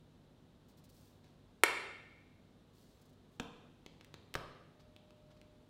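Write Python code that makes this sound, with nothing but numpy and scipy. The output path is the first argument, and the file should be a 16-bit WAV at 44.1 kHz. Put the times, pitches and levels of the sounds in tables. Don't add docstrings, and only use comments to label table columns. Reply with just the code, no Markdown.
import sys
import numpy as np
from scipy import signal
from scipy.fft import rfft, irfft
from scipy.io import wavfile

SR = 44100
rng = np.random.default_rng(int(sys.argv[2]) if len(sys.argv) > 2 else 0)


def unload_audio(sound):
    columns = np.transpose(np.atleast_2d(sound))
    steps = np.round(np.clip(columns, -1, 1) * 32767)
    wavfile.write(sys.argv[1], SR, steps.astype(np.int16))


N = 250929
TIME = np.arange(N) / SR


# (pitch [Hz], relative level [dB], fade time [s])
BASE_TONES = [(410, -13.5, 0.0097), (546, -28, .018), (1006, -26.5, 0.037), (1130, -31.5, 0.019),
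              (1360, -18.5, 0.015), (1485, -20, 0.017), (1845, -14, 0.021), (2120, -18.5, 0.027),
              (2299, -13.5, 0.024), (2700, -27, 0.0069), (3224, -23.5, 0.0047), (3960, -25.5, 0.011),
              (6070, -35, .011), (7050, -31.5, .01), (8103, -20, 0.0059), (8600, -23.5, 0.016),
              (9920, -23.5, 0.0063), (11600, -28, 0.021), (13700, -32, 0.0062)]
# (pitch [Hz], relative level [dB], fade time [s])
WALL_TONES = [(478, -42.5, 0.13), (880, -34, 0.007), (1804, -31, 0.033), (2094, -52, 1.2), (2145, -49, .8),
              (2190, -24.5, 0.11), (2680, -30, 0.076), (3600, -36.5, .06), (4120, -44.5, .07),
              (4520, -30.5, .025), (7350, -33.5, 0.013), (10112, -37.5, 0.018)]
# (frequency [Hz], boost [dB])
RIM_COLOUR = [(200, -16), (780, -7), (1400, 3), (6000, 2), (11000, 1), (14500, -6.5), (16000, -14.5)]
# (frequency [Hz], boost [dB])
BASE_TO_ROOM = [(300, -4.5), (700, -2), (1400, -1.5), (2400, -2), (3200, -1.5), (5500, 0), (7200, 1.5),
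                (8300, -6), (9500, -1), (12000, -0.5), (15000, -5)]

def can(hit_s=1.6361):
    base, wall = np.zeros((2, N))
    rim = colour(crack(fade_s=0.016, grit=7.4, smooth_hz=900), RIM_COLOUR)
    add(base, hit_s, ring(BASE_TONES))
    add(base, hit_s, from_db(-1.5) * rim)
    add(wall, hit_s, ring(WALL_TONES))
    base = from_db(-1.5) * high_pass(base, hz=355, order=6)
    wall = high_pass(wall, hz=332, order=4)
    direct = base + from_db(-8.5) * wall
    return direct, colour(base, BASE_TO_ROOM) + wall


# (time [s], level [dB], slap against knock [dB], slap tilt [dB per octave],
# flesh delay [s], nail head start [s], nail level [dB], finger bounce delay [s])
HAND_KNOCKS = [(3.3988, -3, -15.5, 0.3, 0.00205, 0.00131, -28, 0.033),
               (4.3530, -0.5, -17.5, 3, 0.00268, .0119, -9, .011)]
# (pitch [Hz], fade time [s], boost at first spot [dB], boost at second spot [dB])
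TABLE_TONES = [(42.5, 0.15, -67, -54), (128, 0.068, -65.5, -36.5), (237, 0.041, -29, -57),
               (440, 0.03, -53, -37), (476, 0.083, -39, -48), (590, 0.0088, -71, -64),
               (783, 0.015, -53, -40), (1063, 0.02, -34.5, -74), (1220, 0.064, -74, -48),
               (1295, 0.02, -65, -34.5), (1606, 0.0097, -36.5, -32), (1764, 0.007, -53, -27),
               (2630, 0.0055, -33.5, -59), (3300, 0.0014, -54, -52), (5670, 0.0057, -34, -45)]
# (frequency [Hz], boost [dB])
SLAP_COLOUR = [(25, -22), (110, 1), (800, -4), (1150, 12.5), (3000, 8.5), (7000, -3), (10000, -12.5),
               (16000, -22)]
# (frequency [Hz], boost [dB])
TABLE_TO_ROOM = [(60, -3.5), (250, -1), (700, 4.5), (1200, 3.5), (1700, -4.5), (2800, 0), (4000, -1.5),
                 (6500, -2), (10000, 3), (15000, 8)]

def knocks(split_hz=700):
    out = np.zeros(N)
    for spot, (start, db, slap_db, tilt_db, flesh_delay, *_) in enumerate(HAND_KNOCKS):
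        tones = [(hz, db + spot_db[spot], fade_s) for hz, fade_s, *spot_db in TABLE_TONES]
        add(out, start, ring([tone for tone in tones if tone[0] >= split_hz]))
        add(out, start + flesh_delay, ring([tone for tone in tones if tone[0] < split_hz]))
        slap = colour(crack(fade_s=0.016, grit=3.9, smooth_hz=2560), SLAP_COLOUR, tilt_db)
        add(out, start, from_db(db + slap_db) * slap)
    return out, colour(out, TABLE_TO_ROOM)


# (frequency [Hz], boost [dB])
TICK_COLOUR = [(60, -3), (200, 5.5), (450, 0), (850, -4), (1300, 1.5), (2000, 2.5), (3300, -1),
               (4500, -8.5), (7000, -14.5), (11000, -25.5), (15000, -24)]

def tick(db, tilt_db):
    return from_db(db) * colour(crack(fade_s=0.0099, grit=0.56), TICK_COLOUR, tilt_db)


# (time [s], level [dB], tilt [dB per octave])
FINGER_TAPS = [(1.244, -34, 1), (3.8631, -16.5, -1), (4.0107, -24, -1), (4.0467, -26.5, 4),
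               (4.1417, -16, -1), (4.9640, -24.5, 0.5), (5.1069, -28.5, -1), (5.415, -27, 0)]

def finger_ticks(nail_tilt_db=2.9, bounce_db=-26):
    out = np.zeros(N)
    for start, db, tilt_db in FINGER_TAPS:
        add(out, start, tick(db, tilt_db))
    for start, knock_db, *_, head_start, nail_db, bounce_delay in HAND_KNOCKS:
        add(out, start - head_start, high_pass(tick(nail_db, nail_tilt_db), hz=334))
        add(out, start + bounce_delay, tick(knock_db + bounce_db, nail_tilt_db))
    return out


# (frequency [Hz], boost [dB])
RUB_COLOUR = [(100, -15.5), (2000, -11.5), (4200, 1), (6500, -2.5), (8500, -4), (11000, -7.5),
              (15000, -4.5)]

def slip(length_s, db, tilt_db):
    progress = np.linspace(0, 1, np.clip(round(length_s * SR), 2, SR))
    swell = np.sin(np.pi * progress ** 0.43)
    hiss = colour(rng.standard_normal(SR), RUB_COLOUR, tilt_db)[:len(progress)]
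    return from_db(db) * swell * hiss


# (time [s], length [s], level [dB], tilt [dB per octave])
GLIDES = [(0.915, 0.31, -69.5, 1), (1.235, 0.11, -65, -8.5), (2.73, 0.41, -70, -1), (3.316, 0.082, -75, 0),
          (4.795, 0.036, -60, -7.5)]
# (time [s], first gap [s], each gap against the one before [ratio], level [dB], change per slip [dB])
STICKY_SLIPS = [(.683, .087, .78, -69, 2.04), (3.013, .041, 0.93, -68, -2.2)]

def hand_slides(slip_count=4, slip_share=0.62, settle_s=(5.11, 5.38), brush_count=3):
    out = np.zeros(N)
    for start, length_s, db, tilt_db in GLIDES:
        add(out, start, slip(length_s, db, tilt_db))
    for start, gap, ratio, db, step_db in STICKY_SLIPS:
        for k in range(slip_count):
            add(out, start, slip(slip_share * gap, db + k * step_db, tilt_db=0.34))
            start += gap
            gap *= ratio
    for start in rng.uniform(*settle_s, brush_count):
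        add(out, start, slip(length_s=0.023, db=-63, tilt_db=-9))
    grain = from_db(1.5 * drift(rate_hz=170))
    return out * grain


# (frequency [Hz], fade time [s], level [dB])
ROOM_TAIL = [(59.9, 0.73, -0.5), (199, .75, 1.5), (460, 1, -4.5), (990.4, .7, -2), (2200, 0.99, -5.5),
             (4360, 0.8, -3.5), (6700, 0.67, -10), (9553, 0.61, -11.5), (15000, 0.3, -16)]
# (delay [s], level [dB])
NEAR_ECHOES = [(.0023, -15), (.0053, -13.5), (0.0186, -24), (0.022, -25)]

def room(sound, gap_s=0.0029, build_s=0.0061, size=512):
    rows = np.array(ROOM_TAIL)
    hz, t, noise = signal.stft(rng.standard_normal(SR + SR // 2), SR, nperseg=size)
    fade_s = lookup(rows[:, [0, 1]], hz)[:, None]
    level_db = lookup(rows[:, [0, 2]], hz)[:, None]
    energy = fade_s * SR / np.log(1e6)
    fading = noise * from_db(level_db - 60 * t / fade_s) / np.sqrt(energy)
    tail = signal.istft(fading, SR, nperseg=size)[1]
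    tail *= np.clip((TIME[:len(tail)] - gap_s) / build_s, 0, 1)
    for delay, db in NEAR_ECHOES:
        add(tail, delay, from_db(db) * signal.windows.hann(5) / 2)
    return signal.fftconvolve(sound, tail)[:N]


# (frequency [Hz], relative level [dB])
AIR_COLOUR = [(12, -42.5), (20, -16), (48, -3), (101, -8), (120, -6.5), (150, -2), (172, -3.5), (285, -8),
              (485, -12), (607, -15), (660, -16.5), (2320, -30.5), (3840, -26.5), (4810, -34.5),
              (16000, -47.5)]

def ventilation(level_db=-65):
    hz = np.fft.rfftfreq(N, 1 / SR)
    spectrum = rfft(rng.standard_normal(N)) * from_db(lookup(AIR_COLOUR, hz))
    return from_db(level_db) * unit_rms(irfft(spectrum, N))


# (pitch [Hz], average level [dB])
HUM_TONES = [(99.4, -72.5), (148.8, -75.5), (248.8, -75)]

def mains_hum():
    out = np.zeros(N)
    for hz, db in HUM_TONES:
        peak = np.sqrt(2) * from_db(db + 0.79 * drift(rate_hz=3))
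        out += peak * np.sin(2 * np.pi * hz * TIME + 0.44 * drift(rate_hz=4.6))
    return out


def appliance_whine(hz=607, level_db=-71, start_s=4.65, rise_s=0.26, end_s=5.8, fall_s=0.3):
    swell = np.clip(np.minimum((TIME - start_s) / rise_s, (end_s - TIME) / fall_s), 0, 1)
    peak = np.sqrt(2) * from_db(level_db - 0.6 * drift(rate_hz=3.7))
    return swell * peak * np.sin(2 * np.pi * hz * TIME + 0.31 * drift(rate_hz=5))


def ring(tones):
    t = TIME[:SR]
    return sum(from_db(db - 60 * t / fade_s) * np.sin(2 * np.pi * hz * t) for hz, db, fade_s in tones)


def crack(fade_s, grit, smooth_hz=1500, size=4096):
    crunch = rng.standard_normal(size) * from_db(-60 * TIME[:size] / fade_s)
    crunch *= grit / np.linalg.norm(crunch)
    crunch[0] += 1
    push = signal.sosfilt(signal.butter(2, smooth_hz, fs=SR, output="sos"), signal.unit_impulse(size))
    return push + high_pass(crunch / np.linalg.norm(crunch), smooth_hz)


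def colour(sound, curve, tilt_db=0, size=4096):
    hz = abs(np.fft.fftfreq(size, 1 / SR))
    octaves = np.log2(np.maximum(hz, 1000) / 3000)
    log_gain = np.log(from_db(lookup(curve, hz) + tilt_db * octaves))
    response = np.fft.ifft(np.exp(np.conj(signal.hilbert(log_gain)))).real
    return signal.fftconvolve(sound, response[:size // 2])[:len(sound)]


def high_pass(sound, hz, order=2):
    return signal.sosfilt(signal.butter(order, hz, "highpass", fs=SR, output="sos"), sound)


def drift(rate_hz):
    hz = np.fft.rfftfreq(N, 1 / SR)
    return unit_rms(irfft(rfft(rng.standard_normal(N)) * np.exp(-(hz / rate_hz) ** 2), N))


def from_db(db):
    return 10 ** (np.asarray(db) / 20)


def unit_rms(sound):
    return sound / np.sqrt(np.mean(sound ** 2) + 1e-20)


def lookup(points, hz):
    row_hz, value = np.transpose(points)
    return np.interp(np.log(hz + 1), np.log(row_hz + 1), value)


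def add(mix, start_s, sound):
    part = mix[max(round(start_s * SR), 0):][:len(sound)]
    part += sound[:len(part)]


def scene():
    can_direct, can_sent = can()
    knocks_direct, knocks_sent = knocks()
    touches = finger_ticks() + hand_slides()
    echo = room(can_sent + knocks_sent + from_db(0.5) * touches)
    background = ventilation() + mains_hum() + appliance_whine()
    return (can_direct + knocks_direct + touches + echo + background)[None]


def record(dry):
    low_pass = signal.firwin(255, cutoff=15900, window=("kaiser", 8), fs=SR)
    return signal.oaconvolve(dry, low_pass[None], "same")


dry = scene()
out = record(dry)
unload_audio(out)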